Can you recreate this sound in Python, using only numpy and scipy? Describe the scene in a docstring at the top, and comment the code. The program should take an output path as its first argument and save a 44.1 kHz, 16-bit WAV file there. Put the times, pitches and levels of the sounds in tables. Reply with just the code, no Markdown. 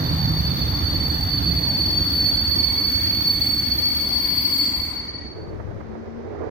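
"""An electric train brakes into an open station: wheels rumble, brake blocks grind, and stick-slip makes
several wheels squeal near 4.5 kHz, their tones scattered by the coaches and platform roofs.
Short high squeaks cluster just before the squeal dies away. The braking fades out and gives way to
a soft rising hum and wind buffeting the microphone, whose left port is dull."""
import sys
import numpy as np
from scipy import signal
from scipy.fft import rfft, irfft, next_fast_len
from scipy.io import wavfile
from scipy.ndimage import uniform_filter1d, map_coordinates

SR = 44100
rng = np.random.default_rng(int(sys.argv[2]) if len(sys.argv) > 2 else 0)


def master_out(mix):
    """Clip the mix to full scale and print it as 16-bit PCM to the path in sys.argv[1]."""
    frames = np.transpose(np.atleast_2d(mix))
    ceiling = np.clip(frames, -1, 1)
    pcm = np.round(ceiling * 32767).astype(np.int16)
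    wavfile.write(sys.argv[1], SR, pcm)


N = 286640
TIME = np.arange(N) / SR
EASE_S, QUIET_S = 4.66, 5.25  # brake noise starts to ease; from here the whole braking scene fades out
SETTLE_S = 1.6  # time constant of tones that start sharp


def amp(db):
    """Decibels to gain."""
    return 10 ** (np.asarray(db) / 20)


def unit(x):
    """Scale to rms 1."""
    return x / np.sqrt(np.mean(np.abs(x) ** 2) + 1e-20)


def along(points, hz):
    """(frequency [Hz], value) points read on a log axis."""
    knots_hz, values = np.transpose(points)
    return np.interp(np.log(hz + 1), np.log(knots_hz + 1), values)


def curve(points):
    """(time [s], value) points read at every sample."""
    return np.interp(TIME, *np.transpose(points))


def until(end_s, t60_s):
    """Gain 1 up to end_s, then a decay."""
    return amp(-60 * np.maximum(TIME - end_s, 0) / t60_s)


def between(start_s, end_s, rise_s, t60_s):
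    """Gain 1 from start_s to end_s; swells 60 dB in rise_s before, decays after."""
    return amp(-60 * np.maximum(start_s - TIME, 0) / rise_s) * until(end_s, t60_s)


def wobble(rate_hz):
    """Smooth random curve, rate_hz knots a second."""
    coarse_s = np.linspace(0, N / SR, 4096)
    knots = rng.standard_normal(1024)
    return np.interp(TIME, coarse_s, map_coordinates(knots, [coarse_s * rate_hz], mode="wrap"))


def pan(db):
    """Left and right gains for an L-R level difference."""
    gain = np.array([amp(db / 2), amp(-db / 2)]).reshape(2, -1)
    return gain / np.sqrt(np.mean(gain ** 2, axis=0))


def filtered(x, response):
    """Apply a frequency response to x."""
    size = next_fast_len(N + 8192)
    return irfft(rfft(x, size) * response(np.fft.rfftfreq(size, 1 / SR)), size)[..., :N]


def noise(spectrum):
    """Mono coloured noise, rms 1."""
    return unit(filtered(rng.standard_normal(N), lambda hz: amp(along(spectrum, hz))))


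def wide(spectrum, patchy_db):
    """Stereo noise with drifting patches of gain: alike in the bass, mostly unrelated in the treble."""
    # left-right likeness: (frequency [Hz], correlation [0-1])
    likeness = [(60, 0.9), (150, 1), (330, 1), (600, 0.34), (1200, 0.22), (4000, 0.23)]
    # stereo balance: (frequency [Hz], L-R [dB])
    balance = [(60, -5), (110, -3), (300, -3.5), (700, -3), (1300, -1), (2200, -2), (2900, -8.5),
               (3700, -17), (4400, 9.5)]

    def mid_side(hz):
        angle = np.arccos(np.clip(along(likeness, hz), -1, 1)) / 2
        return amp(along(spectrum, hz)) * [np.cos(angle), np.sin(angle)]

    bins = signal.stft(rng.standard_normal((2, N)), nperseg=512)[2]
    patches = uniform_filter1d(rng.standard_normal(bins.shape[1:]), size=4, axis=0)
    patches = uniform_filter1d(patches, size=20, axis=1)
    pair = signal.istft(bins * amp(patchy_db * unit(patches)), nperseg=512)[1][:, :N]
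    mid, side = filtered(pair, mid_side)
    stereo = np.array([mid + side, mid - side]) / np.std(mid)
    return filtered(stereo, lambda hz: pan(along(balance, hz)))


def scatter(width_hz, skirt):
    """Many moving echo paths sum to a fading complex gain, different at each port."""
    count = 8192
    offset_hz = np.fft.fftfreq(count, N / SR / count)
    paths = rng.standard_normal((2, count)) + 1j * rng.standard_normal((2, count))
    gains = unit(np.fft.ifft(paths / np.sqrt(1 + np.abs(offset_hz / width_hz) ** skirt)))
    return np.array([np.interp(TIME, np.linspace(0, N / SR, count), gain) for gain in gains])


def tone(hz, width_hz, echo_share, skirt=4):
    """Ringing stereo tone, rms 1: a wavering direct part plus scattered echoes."""
    phase = 2 * np.pi * np.cumsum(hz + np.zeros(N)) / SR
    direct = unit(amp(wobble(14))) * np.cos(phase + .7 * np.array([wobble(4), wobble(4)]))
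    echoes = np.real(np.exp(1j * phase) * scatter(width_hz, skirt))
    return np.sqrt(2) * (np.sqrt(1 - echo_share) * direct + np.sqrt(echo_share) * echoes)


def slowing(power, stop_s=8.9):
    """Gain as a power of the train's speed, which falls evenly toward zero at stop_s."""
    return np.maximum(1 - TIME / stop_s, .01) ** power


def rolling():
    """Wheels shake the track and coach bodies; each layer falls at its own rate as the train slows."""
    # deep thumps from the track: (time [s], level [dB])
    jolt_peaks = [(.92, -29), (2.27, -30)]
    # a coach body booms: (time [s], level [dB])
    boom_peaks = [(.22, -24.5), (1.52, -31), (3.45, -42)]
    # rolling noise spectra, low to high: (frequency [Hz], density [dB])
    thump_spectrum = [(20, -32), (35, -16), (50, -3.5), (68, 4.5), (85, -12), (140, -60), (300, -120)]
    rumble_spectrum = [(20, -36.5), (30, -25.5), (42, -10), (55, -7.5), (70, 8), (100, 7.5), (118, -5),
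                       (150, -22), (400, -120)]
    boom_spectrum = [(40, -73), (80, -22.5), (115, 2), (160, 4), (190, -1.5), (250, -52), (600, -120)]
    body_spectrum = [(60, -72), (120, -55), (180, -3), (230, 1), (290, 3), (340, -4), (400, -18.5),
                     (600, -61), (1500, -120)]
    roar_spectrum = [(250, -14.5), (400, 1), (600, -0.5), (900, -0.5), (1200, -3), (1500, -5.5), (2000, -6),
                     (2500, -24), (3200, -25), (9000, -120)]
    jolts = sum(amp(db) * between(s, s, rise_s=.44, t60_s=.9) for s, db in jolt_peaks)
    booms = sum(amp(db) * between(s, s, rise_s=2.5, t60_s=1.55) for s, db in boom_peaks)
    thump = (amp(-37.5) * slowing(.25) + jolts) * wide(thump_spectrum, patchy_db=2)
    thump *= until(4.3, t60_s=8.9)
    rumble = amp(-25.5) * slowing(2.15) * wide(rumble_spectrum, patchy_db=.5)
    boom = (amp(-34) * slowing(1.82) + booms) * wide(boom_spectrum, patchy_db=.5)
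    body = amp(-33) * slowing(.52) * wide(body_spectrum, patchy_db=1.05) * until(4.64, t60_s=5.3)
    roar = amp(-37.5) * slowing(.89) * wide(roar_spectrum, patchy_db=1.64) * until(4.77, t60_s=6)
    return (thump + rumble + boom + body + roar) * until(QUIET_S, t60_s=.92)


def dense_modes(spacing_hz, depth_db):
    """Response of countless close wheel modes: a comb of random heights."""
    heights = rng.standard_normal(2048)
    return lambda hz: amp(depth_db * map_coordinates(heights, [hz / spacing_hz], mode="wrap"))


def bite(start_db, growth_db_per_s=1.75):
    """Gain of the high ringing: grows as the wheels near, flares when the blocks grab, then dies."""
    # the blocks grip harder: (start [s], length [s], boost [dB])
    grabs = [(2.92, 0.024, 2), (3.27, .22, 2.2)]
    grab_db = sum(db * between(s, s + length_s, rise_s=.3, t60_s=.5) for s, length_s, db in grabs)
    growth_db = growth_db_per_s * np.minimum(TIME, EASE_S)
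    return amp(start_db + growth_db + grab_db) * until(4.58, t60_s=1.6) * until(4.88, t60_s=.55)


def brake_blocks():
    """Blocks grind on the treads and set off hoarse resonances."""
    # block friction and its treble: (frequency [Hz], density [dB])
    rub_spectrum = [(1200, -16), (2000, -1), (2900, -4), (3800, -1), (4300, 3), (5000, -2), (5700, 4),
                    (6400, 1), (7200, -12.5), (9500, -29), (16000, -79)]
    sizzle_spectrum = [(3000, -90), (6000, -30), (7400, -16), (8100, -7), (9400, -5), (10200, -13),
                       (11300, -4), (12300, -2), (13400, 4), (14100, 1), (14700, -2), (15800, -3)]
    rub = amp(-39.5) * wide(rub_spectrum, patchy_db=1.2)
    modes = dense_modes(spacing_hz=50, depth_db=3.3)
    sizzle_gain = bite(start_db=-48) * amp(1.3 * wobble(7.6))
    sizzle = unit(filtered(np.array([noise(sizzle_spectrum), noise(sizzle_spectrum)]), modes))
    rasp_hz = 3470 + 161.2 * np.exp(-TIME / SETTLE_S)
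    rasp = amp(-43) * slowing(.8) * tone(rasp_hz, width_hz=52, echo_share=.92) * until(EASE_S, t60_s=2.5)
    groan = amp(-45.5) * tone(2226, width_hz=54, echo_share=.89)
    groan *= between(2.66, 4.7, rise_s=1.1, t60_s=4.2)
    grind = (rub + rasp) * until(EASE_S, t60_s=2.6) + groan
    return grind * until(QUIET_S, t60_s=.84) + sizzle_gain * sizzle


def wheel_squeal():
    """Stick-slip locks each of three wheels onto one mode; the loudest also sounds its harmonics."""
    # lead tone arriving as echoes: (time [s], power share [0-1])
    echo_shares = [(0, 0.68), (2.1, 0.38), (3.7, 0.35), (4.7, 0.92)]
    # drift between the ports: (time [s], L-R [dB])
    drift = [(.6, -2.5), (1.6, -4.5), (2, 3), (2.45, -7), (3.6, -1), (4.2, 7), (4.7, 1.5)]
    lock_s, swell_db_per_s, sink_db_per_s = 2.32, 4.5, .53
    level_db = -21 - swell_db_per_s * np.maximum(lock_s - TIME, 0)
    level_db -= sink_db_per_s * np.maximum(TIME - lock_s, 0)
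    lead_hz = 4487 - 4.4 * TIME
    lead = tone(lead_hz, width_hz=33.2, echo_share=curve(echo_shares), skirt=7.7)
    # the second wheel gives way as its note nears the lead's
    unsettled = np.exp(-TIME / SETTLE_S)
    second = amp(-13 + 8.7 * unsettled) * tone(4499 + 64 * unsettled, width_hz=6, echo_share=.39)
    # faster wheels scrape a stronger fringe around the tone
    fringe = amp(-2.5) * slowing(3.6) * tone(lead_hz, width_hz=80, echo_share=1, skirt=6)
    wheels = amp(level_db) * until(EASE_S, t60_s=2.43) * pan(curve(drift)) * (lead + second + fringe)
    harmonic_2 = amp(-60 + 3.18 * TIME) * tone(2 * lead_hz, width_hz=28, echo_share=.84)
    harmonic_2 *= until(EASE_S, t60_s=1.06)
    harmonic_3 = bite(start_db=-42.5) * tone(3 * lead_hz, width_hz=42, echo_share=.4, skirt=2.4)
    # the third wheel joins late and thin, turning rough as it flares
    flare = between(4.3, 4.67, rise_s=1.7, t60_s=.7)
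    third_gain = np.hypot(amp(-41.5) * until(4.9, t60_s=1.7), amp(-31.8) * flare)
    third = third_gain * tone(4750, width_hz=20, echo_share=.1 + .5 * flare)
    third *= between(3.97, QUIET_S, rise_s=.3, t60_s=3)
    release = until(QUIET_S, t60_s=1.05) * until(5.48, t60_s=.48)
    return (wheels + third + harmonic_2) * release + harmonic_3


def rim_ring():
    """The strongest upper wheel modes ring with the sizzle, each swelling and sinking on its own."""
    # upper wheel modes: (frequency [Hz], level [dB])
    modes = [(5459, -71), (5720, -71), (6164, -67), (7210, -77), (7930, -63), (8344, -75), (9491, -69),
             (9679, -74), (10610, -77), (11079, -71), (11364, -60), (11773, -68), (11849, -69),
             (12435, -64), (12812, -68), (12936, -62), (13329, -57), (13814, -67), (14072, -63),
             (14653, -73), (15235, -66), (15692, -69)]
    ring = sum(amp(db + 3.5 * wobble(5)) * tone(hz, width_hz=16, echo_share=.55) for hz, db in modes)
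    return bite(start_db=1) * ring


def squeaks():
    """Modes catch as the blocks' grip changes; high ones get a little more gain, long ones ring on."""
    # squeaks: (start [s], length [s], frequency [Hz], width [Hz], level before treble boost [dB])
    catches = [(1.8, .55, 11364, 20, -53), (1.95, .07, 6200, 25, -58), (1.9, 2.85, 3290, 45, -54),
               (2.8, 1.9, 1225, 20, -58), (2.88, .1, 6164, 30, -58), (3.38, .17, 7930, 20, -56),
               (4.05, .95, 1025, 28, -51.5), (4.05, .15, 12940, 30, -52), (4.1, .9, 2040, 60, -54),
               (4.3, .06, 6480, 25, -59), (4.33, .08, 11860, 25, -52), (4.42, .17, 12812, 25, -53),
               (4.52, .32, 7580, 55, -52), (4.53, .07, 15330, 90, -45), (4.77, .07, 11460, 70, -50),
               (4.76, .1, 15330, 30, -50), (4.87, .06, 8516, 20, -57), (4.93, .07, 14230, 30, -58),
               (4.95, .33, 4648, 12, -56), (5.03, .18, 1925, 30, -53)]
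    out = np.zeros((2, N))
    for start_s, length_s, hz, width_hz, db in catches:
        ring_s = np.interp(length_s, [.07, .3], [.28, .6])
        treble_boost_db = np.interp(hz, [4000, 7000], [3, 6])
        envelope = between(start_s, start_s + length_s, rise_s=.12, t60_s=ring_s)
        out += amp(db + treble_boost_db) * tone(hz, width_hz, echo_share=.62) * envelope
    return out * until(QUIET_S, t60_s=1.3)


def wind_buffet():
    """Gusts thud on a microphone port over a steady low rumble."""
    # thuds: (start [s], end [s], level [dB])
    thuds = [(5.51, 5.56, -27), (5.66, 5.74, -30.5), (5.85, 5.928, -37), (6.418, 6.5, -35.5)]
    # buffeting: (frequency [Hz], density [dB])
    spectrum = [(20, -17), (35, -14), (65, -4), (97, 2), (150, -10.5), (270, -16.5), (400, -19), (600, -31),
                (3000, -120)]
    power = amp(-37) ** 2
    for start_s, end_s, db in thuds:
        power += (amp(db) * between(start_s, end_s, rise_s=.47, t60_s=.63)) ** 2
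    return np.sqrt(power) * amp(1.2 * wobble(18)) * noise(spectrum)


def wind_rush(swell):
    """Wind rushes, flaps and fizzes past a port, its level fluttering."""
    # low, middle and treble wind: (frequency [Hz], density [dB])
    rush_spectrum = [(30, -32), (130, -18), (220, -19), (270, -5.5), (320, 3.5), (440, 4.5), (600, -6),
                     (900, -23), (5000, -120)]
    gust_spectrum = [(300, -19), (550, 0), (750, -1.5), (1000, -7), (1400, -13.5), (2200, -22), (4000, -59),
                     (9000, -120)]
    fizz_spectrum = [(3000, -15), (6000, 3), (9000, 0), (12500, 0), (15800, -3)]
    # short flaps: (time [s], relative level [dB])
    flap_peaks = [(5.44, -47), (5.523, -32), (5.596, -30), (5.669, -37), (5.709, -29.5), (5.803, -30),
                  (5.947, -33.5), (5.995, -49), (6.073, -38), (6.346, -31)]
    flaps = sum(amp(db - 3) * between(s + .0044, s + .0083, rise_s=.013, t60_s=.036)
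                for s, db in flap_peaks)
    rush = amp(-36.5) * swell ** .85 * noise(rush_spectrum)
    gust = np.hypot(amp(-44.3) * swell ** 1.15, flaps) * noise(gust_spectrum)
    fizz = (amp(-82) + amp(-77.5) * between(5.42, 5.76, rise_s=1.5, t60_s=.8)) * noise(fizz_spectrum)
    flutter = amp(1.7 * wobble(45))
    return flutter * (rush + gust + fizz)


def distant_wash(swell):
    """Soft far-off noise, unrelated at the two ports, lifting slightly with the gust."""
    # distant noise: (frequency [Hz], density [dB])
    spectrum = [(150, -15), (400, 3.5), (900, 5), (1500, 0.5), (2000, -1), (2900, -14), (4400, -14),
                (6000, -14.5), (7300, -26.5), (10000, -54)]
    return amp(-49) * swell ** .21 * np.array([noise(spectrum), noise(spectrum)])


def rising_hum():
    """A rising hum, far to the left."""
    full_s, glide_hz_per_s = 5.82, 37
    hz = 217.7 + glide_hz_per_s * (TIME - full_s)
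    envelope = amp(-41) * between(full_s, 6.1, rise_s=1.6, t60_s=7.5)
    return envelope * tone(hz, width_hz=14, echo_share=.37) * pan(24)


def scene():
    """Braking on the open platform, then wind and hum."""
    braking = rolling() + brake_blocks() + wheel_squeal() + rim_ring() + squeaks()
    swell = 1 + amp(6.5) * between(6.43, 6.48, rise_s=.5, t60_s=1.2)  # one stronger gust
    wind = np.array([wind_buffet(), wind_rush(swell)])  # left, right
    wind_and_hum = wind + distant_wash(swell) + rising_hum()
    return braking + wind_and_hum * between(5.38, N / SR - .005, rise_s=1.8, t60_s=.008)


def record(dry):
    """The left port hears later and loses treble; both add faint hiss and end at the band limit."""
    # dull left port: (frequency [Hz], gain [dB])
    left_port = [(4800, 0.5), (5600, -13.5), (6400, -22.5), (7400, -44), (9000, -23), (13000, -21.5),
                 (15500, -32)]
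    lag_s, hiss_db, top_hz = .00042, -82, 15880
    left = filtered(dry[0], lambda hz: amp(along(left_port, hz)) * np.exp(-2j * np.pi * hz * lag_s))
    pair = np.array([left, dry[1]]) + amp(hiss_db) * rng.standard_normal((2, N))
    return filtered(pair, lambda hz: hz < top_hz)


dry = scene()
out = record(dry)
master_out(out)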